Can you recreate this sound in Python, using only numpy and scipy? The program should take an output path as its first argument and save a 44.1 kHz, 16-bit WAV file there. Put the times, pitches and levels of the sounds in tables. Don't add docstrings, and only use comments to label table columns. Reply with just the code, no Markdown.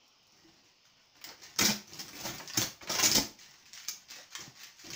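import sys
import numpy as np
from scipy import signal
from scipy.fft import rfft, irfft, next_fast_len
from scipy.io import wavfile
from scipy.ndimage import uniform_filter1d, map_coordinates

SR = 44100
rng = np.random.default_rng(int(sys.argv[2]) if len(sys.argv) > 2 else 0)


def int16_out(signal):
    q = np.round(np.clip(np.atleast_2d(signal).T, -1, 1) * 32767)
    wavfile.write(sys.argv[1], SR, q.astype(np.int16))


N = 218515

# start in seconds, length in seconds, film level in dB,
# board in dB re film, box in dB re film, pitch of the taut film in Hz.
TUGS = [(1.584, 0.012, -19.5, -7.5, -16, 5500), (1.605, 0.036, -26.5, -5, -9, 5800),
        (1.641, 0.032, -23.5, -8, -24, 5000), (1.676, 0.041, -32, -4.5, -8, 5500),
        (1.987, 0.027, -40, -7.5, -7, 5000), (2.234, 0.035, -36.5, -7, -2, 5800),
        (2.57, 0.012, -21, -16, -10.5, 6500), (2.584, 0.064, -34.5, -7, -11.5, 6000),
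        (2.893, 0.0092, -28.5, -6.5, -4, 5500), (2.903, .085, -35.5, -7.5, -14, 5400),
        (2.985, 0.024, -27, -0.5, -14.5, 2100), (3.024, .039, -20, -12.5, -18, 6300),
        (3.064, 0.12, -34, -7, -13, 6200), (3.141, 0.038, -29, -11.5, -6, 5400),
        (3.176, 0.024, -36, -5.5, -0.5, 5900), (3.878, .016, -32.5, -14.5, -29, 6000),
        (4.351, 0.011, -40, -1, -30, 4800)]
# start in seconds, film level in dB,
# board in dB re film, box in dB re film, pitch of the crease in Hz.
BUCKLES = [(.322, -49, -19, -25, 5600), (1.215, -36.5, -1.5, -30, 3040), (1.2414, -21.5, -9.5, -40, 5000),
           (1.29, -34, -1, -27, 4970), (1.5615, -33.5, -6, -13, 5250), (1.8795, -38.5, -25, -20, 5500),
           (1.9342, -30.5, -12, -19, 5470), (1.9939, -24.5, -26, -30, 4860), (2.082, -29, -10, -24, 5830),
           (2.3835, -26.5, -23, -20, 5050), (2.476, -27, -22, -32, 4840), (2.5356, -25, -31, -22, 4880),
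           (2.6168, -11.5, -8, -12, 4700), (2.874, -29, 3.5, -8, 2150), (2.9533, -18.5, -3, -25, 4870),
           (3.1154, -9.5, -31, -13.5, 4700), (3.1218, -21, -3, -22, 4850), (3.1549, -7.5, -13, -23, 5450),
           (3.7324, -28, -13, -33, 5600), (3.8846, -17.5, -19, -48, 6000), (4.1085, -28, -24, -29, 4560),
           (4.352, -21, -5, -40, 4700), (4.4074, -29, -14, -19, 5700), (4.634, -29.5, -4.5, -27, 5000),
           (4.9033, -24.5, -9, -20, 5330)]
# time in seconds, strength of the pull in dB.
PEEL_PULL = [(1.87, -60.5), (1.95, -48), (2.05, -51.5), (2.14, -48.5), (2.19, -44), (2.225, -42.5),
             (2.275, -41), (2.34, -46), (2.41, -50), (2.47, -56)]
# start in seconds, length in seconds, level in dB, band centre in Hz.
BOARD_FLEXES = [(1.286, 0.033, -52, 720), (1.587, 0.13, -42, 563), (2.249, 0.022, -45, 670),
                (2.399, 0.012, -39.5, 960), (2.607, 0.036, -42.5, 453), (2.81, 0.0076, -44.5, 1130),
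                (2.831, 0.047, -54, 460), (2.895, 0.017, -34.5, 453), (2.942, 0.0463, -40.5, 555),
                (3.023, 0.016, -33.5, 545), (3.17, 0.018, -33.5, 453), (4.164, 0.042, -56, 525)]
# start in seconds, length in seconds, film level in dB,
# board in dB re film, box in dB re film.
RUB_STROKES = [(0.3, 0.28, -72.5, -0.5, 3), (0.623, 0.067, -72, -5, -7), (0.837, 0.017, -64.5, -3.5, -22),
               (0.95, 0.046, -80.5, 11.5, -10), (1.13, 0.11, -67, 2, -4), (1.228, 0.08, -55.5, 1, -5),
               (1.358, 0.17, -62, -7, -4.5), (1.412, 0.034, -53, -5.5, -12.5),
               (2.467, 0.025, -43, -6.5, -21), (2.53, 0.021, -43.5, 1.5, -10.5),
               (2.807, 0.036, -50, -3, -6.5), (2.87, 0.028, -46.5, 7, -8), (3.376, 0.034, -51.5, -8, -19),
               (3.418, 0.18, -62.5, -2, -10), (3.644, 0.035, -55.5, -7, -28), (3.721, 0.12, -50, -8, -34),
               (3.865, 0.17, -66.5, -2.5, -6), (4.074, 0.12, -49, -5.5, -19.5),
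               (4.299, 0.036, -52, -3.5, -31), (4.365, 0.09, -53.5, -3, -1.5),
               (4.533, 0.058, -53.5, -7.5, -24), (4.593, 0.059, -50, -4, -23), (4.76, 0.085, -53, -7, -28),
               (4.83, 0.076, -54, -8.5, 1.5), (4.912, 0.046, -42, -11, -17)]
# start in seconds, level in dB,
# pitch of the panel in Hz, t60 in seconds.
PANEL_KNOCKS = [(.443, -51.5, 326, 0.24), (1.601, -33, 333, 0.14), (1.619, -28, 202.4, .2),
                (1.683, -25.5, 207.6, 0.27), (2.582, -32, 116, 0.16), (3.17, -26, 360, 0.12),
                (4.472, -43.5, 262, 0.081), (4.478, -48, 128, 0.13), (4.84, -43.5, 314, 0.082),
                (4.875, -45, 260, .1), (4.918, -45, 129, .16)]
# frequency in Hz, relative level in dB.
TAUT_FILM_SPECTRUM = [(300, -58), (1200, -29), (2400, 3), (4000, 2), (7000, 4), (16000, 4)]
# frequency in Hz, relative level in dB.
SLACK_FILM_SPECTRUM = [(300, -52.5), (1200, -35), (2000, 8.5), (3000, 8), (4000, 3.5), (6500, 1),
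                       (9000, -3), (16000, -4)]
# frequency in Hz, relative level in dB.
BOARD_SPECTRUM = [(200, -55), (500, -12.5), (800, -4), (1200, 2), (2300, 3), (3300, 0), (6000, -31.5),
                  (12000, -68.5)]
# frequency in Hz, relative level in dB.
BOX_SPECTRUM = [(20, -38), (40, -24), (55, -14.5), (75, -6), (110, -3), (165, -1), (210, 0.5), (260, -3),
                (345, -1), (450, -12.5), (750, -9.5), (1200, -24), (3000, -105)]
# frequency in Hz, relative level in dB.
HISS_SPECTRUM = [(20, -14), (50, -10), (100, 1), (200, -0.5), (450, -5), (950, -0.5), (1700, -10),
                 (3000, 2), (4000, -8), (5200, -4.5), (6500, -15.5), (8000, -39), (11000, -42),
                 (15000, -24)]
# frequency in Hz, t60 in seconds.
ROOM_DECAY = [(100, 0.34), (260, 0.33), (700, 0.31), (2000, 0.34), (5000, 0.3), (13000, 0.29)]
# frequency in Hz, gain in dB.
MIC_SPECTRUM = [(30, 9), (55, 2.5), (90, -0.5), (3400, -2), (4200, 1.5), (5200, 6), (6500, 4.5), (7400, -3),
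                (8500, -12), (10000, -15), (12500, -15), (14000, -13), (14800, 2.5), (15500, 0.5),
                (15900, -28)]

MIC_TOP_HZ = 16100
BITE_S, BITE_DB, SLACKEN_DB = 0.0051, 14, 4
PEEL_BOARD_DB, PEEL_BOX_DB = -5, -4
TICKS_PER_S, TICK_DB, TICK_SCATTER_DB = 8.2, -46, -5
RUB_ATTACK_S, RUB_ATTACK_SHARE, RUB_RELEASE_S = 0.014, 0.19, 0.037
RESTING_DB = -75.5
WAVER_DB, WAVER_PER_S = 0.5, 32


def rips():
    forces = np.zeros((3, N))
    glue = slips(rate_per_s=600, scatter_db=5, life_s=0.0004, smooth=0.2)
    for start_s, length_s, db, board_db, box_db, hz in TUGS:
        length = max(round(length_s * SR), 2)
        swarm = unit(glue[round(start_s * SR):][:length])
        t = np.arange(len(swarm)) / SR
        bite_db = BITE_DB * np.minimum(t / BITE_S - 1, 0)
        slacken_db = SLACKEN_DB * (t / length_s - 0.5)
        swarm = swarm * amp(bite_db - slacken_db)
        film = crease(swarm, hz, ring_db=-8, quality=5)
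        levels = amp([[db], [db + board_db], [db + box_db]])
        add(forces, start_s, levels * [film, swarm, swarm])
    return radiate_parts(forces, TAUT_FILM_SPECTRUM)


def snaps(film_trim_db=-3, board_trim_db=-5, box_trim_db=-9, click=1.9):
    forces = np.zeros((3, N))
    t = np.arange(SR // 20) / SR
    decay_s = np.array([[0.0009], [0.0025], [0.006]])
    envelopes = np.exp(-t / decay_s)
    for start_s, db, board_db, box_db, hz in BUCKLES:
        bursts = envelopes * rng.choice([-1, 1], len(t))
        bursts[:, 0] = click
        bursts[0] = crease(bursts[0], hz, ring_db=4, quality=3.5)
        trims_db = np.array([[film_trim_db], [board_db + board_trim_db], [box_db + box_trim_db]])
        add(forces, start_s, amp(db + trims_db) * bursts)
    return radiate_parts(forces, TAUT_FILM_SPECTRUM)


def peel():
    s, db = np.transpose(PEEL_PULL)
    pull = amp(np.interp(np.arange(N) / SR, s, db, left=-120, right=-120))
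    creep = slips(rate_per_s=300, scatter_db=4.5, life_s=0.0005, smooth=0.4)
    shares = amp([[0], [PEEL_BOARD_DB], [PEEL_BOX_DB]])
    return radiate_parts(pull * creep * shares, TAUT_FILM_SPECTRUM)


def scrunches(quality=0.64):
    out = np.zeros(N)
    for start_s, length_s, db, hz in BOARD_FLEXES:
        b, a = signal.iirpeak(hz, quality, fs=SR)
        burst = rng.standard_normal(max(round(length_s * SR), 2))
        force = np.pad(burst, (0, SR // 100))
        crunch = signal.lfilter(b, a, signal.lfilter(b, a, force))
        add(out, start_s, amp(db) * crunch * np.linalg.norm(force) / np.linalg.norm(crunch))
    return out


def rustle():
    crinkle = slips(rate_per_s=300, scatter_db=4.5, life_s=0.0005, smooth=0.45)
    return radiate_parts(strokes() * crinkle, SLACK_FILM_SPECTRUM)


def strokes():
    forces = np.zeros((3, N))
    forces[0] = amp(RESTING_DB)
    t = np.arange(SR // 2) / SR
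    for start_s, length_s, db, board_db, box_db in RUB_STROKES:
        swell = np.minimum(t / (RUB_ATTACK_S + RUB_ATTACK_SHARE * length_s), 1)
        release = np.exp(-np.maximum(t - length_s, 0) / RUB_RELEASE_S)
        levels = amp([[db], [db + board_db], [db + box_db]])
        add(forces, start_s, levels * swell * release)
    waver = map_coordinates(rng.standard_normal(N // 100), [np.arange(N) * WAVER_PER_S / SR])
    return forces * amp(WAVER_DB * waver)


def ticks():
    sizes = amp(TICK_DB + TICK_SCATTER_DB * np.clip(rng.standard_normal(N), -2, 2))
    fires = rng.random(N) < TICKS_PER_S / SR
    return radiate(fires * sizes, TAUT_FILM_SPECTRUM)


def knocks(attack_s=0.0041):
    out = np.zeros(N)
    t = np.arange(SR // 2) / SR
    attack = 1 - np.exp(-t / attack_s)
    for start_s, db, hz, t60_s in PANEL_KNOCKS:
        ring = amp(db - 60 * t / t60_s) * np.sin(2 * np.pi * hz * t)
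        add(out, start_s, ring * attack)
    return out


def slips(rate_per_s, scatter_db, life_s, smooth):
    fires = rng.random(N) < rate_per_s / SR
    sizes = fires * amp(scatter_db * np.clip(rng.standard_normal(N), -2, 2))
    power = signal.lfilter([1], [1, -np.exp(-1 / (life_s * SR))], sizes ** 2)
    envelope = np.sqrt(power / power.mean() + abs(smooth))
    return unit(envelope * rng.standard_normal(N))


def crease(x, hz, ring_db, quality):
    b, a = signal.iirpeak(min(hz, SR / 3), max(quality, 1), fs=SR)
    y = x + amp(ring_db) * signal.lfilter(b, a, x)
    return y * np.linalg.norm(x) / np.linalg.norm(y)


def radiate_parts(forces, film_spectrum):
    film, board, box = forces
    return radiate(film, film_spectrum) + radiate(board, BOARD_SPECTRUM) + radiate(box, BOX_SPECTRUM)


def radiate(force, spectrum):
    h = response(spectrum)
    return signal.fftconvolve(force, h / np.linalg.norm(h))[:N]


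def response(spectrum, size=8192):
    gain = amp(along(spectrum, np.fft.rfftfreq(size, 1 / SR)))
    cepstrum = irfft(np.log(gain))
    cepstrum[1:size // 2] *= 2
    cepstrum[size // 2 + 1:] = 0
    return irfft(np.exp(rfft(cepstrum)))


def along(points, hz):
    f, v = np.transpose(points)
    return np.interp(np.log(hz + 1), np.log(f + 1), v)


def amp(db):
    return 10 ** (np.asarray(db) / 20)


def unit(x):
    return x / np.sqrt(np.mean(x ** 2) + 1e-20)


def add(track, start_s, x):
    start = max(round(start_s * SR), 0)
    part = track[..., start:start + x.shape[-1]]
    part += x[..., :part.shape[-1]]


def room(x, wet_db, early_db, gap_s, drift_per_s=12, count=6):
    place = drift_per_s * np.arange(N) / SR
    wet = np.zeros(N)
    for k in range(count):
        distance = np.minimum(abs((place + k) % count - count / 2), 1)
        feed = x * np.cos(np.pi / 2 * distance)
        wet += signal.fftconvolve(feed, echoes(early_db, gap_s))[:N]
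    return (x + amp(wet_db) * wet) / np.hypot(1, amp(wet_db))


def echoes(early_db, gap_s, count=12):
    hz, t, z = signal.stft(rng.standard_normal(SR // 2), SR, nperseg=256)
    decay = amp(-60 * t / along(ROOM_DECAY, hz)[:, None])
    tail = signal.istft(z * decay, SR, nperseg=256)[1]
    tail *= 1 - np.exp(-np.arange(len(tail)) / (gap_s * SR))
    tail /= np.linalg.norm(tail)
    places = (rng.uniform(0.001, 0.012, count) * SR).astype(int)
    tail[places] += amp(early_db) * rng.choice([-1, 1], count) / np.sqrt(count)
    return tail / np.linalg.norm(tail)


def hiss(patchy_db=2):
    z = signal.stft(rng.standard_normal(N), nperseg=1024)[2]
    field = uniform_filter1d(rng.standard_normal(z.shape), size=6, axis=0)
    field = uniform_filter1d(field, size=12, axis=1)
    noise = signal.istft(z * amp(patchy_db * unit(field)), nperseg=1024)[1][:N]
    return radiate(unit(noise), HISS_SPECTRUM)


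def scene():
    tearing = room(rips() + scrunches(), wet_db=3, early_db=-1, gap_s=0.00098)
    snapping = room(snaps(), wet_db=3.5, early_db=-1.5, gap_s=0.0041)
    handling = room(peel() + rustle() + ticks(), wet_db=2.5, early_db=-1, gap_s=0.0013)
    mono = tearing + snapping + handling + knocks() + amp(-66.5) * hiss()
    return np.tile(mono, (2, 1))


def record(dry):
    size = next_fast_len(N + SR // 2)
    passband = np.fft.rfftfreq(size, 1 / SR) < MIC_TOP_HZ
    colour = rfft(response(MIC_SPECTRUM), size)
    return irfft(rfft(dry, size) * colour * passband, size)[:, :N]


dry = scene()
out = record(dry)
int16_out(out)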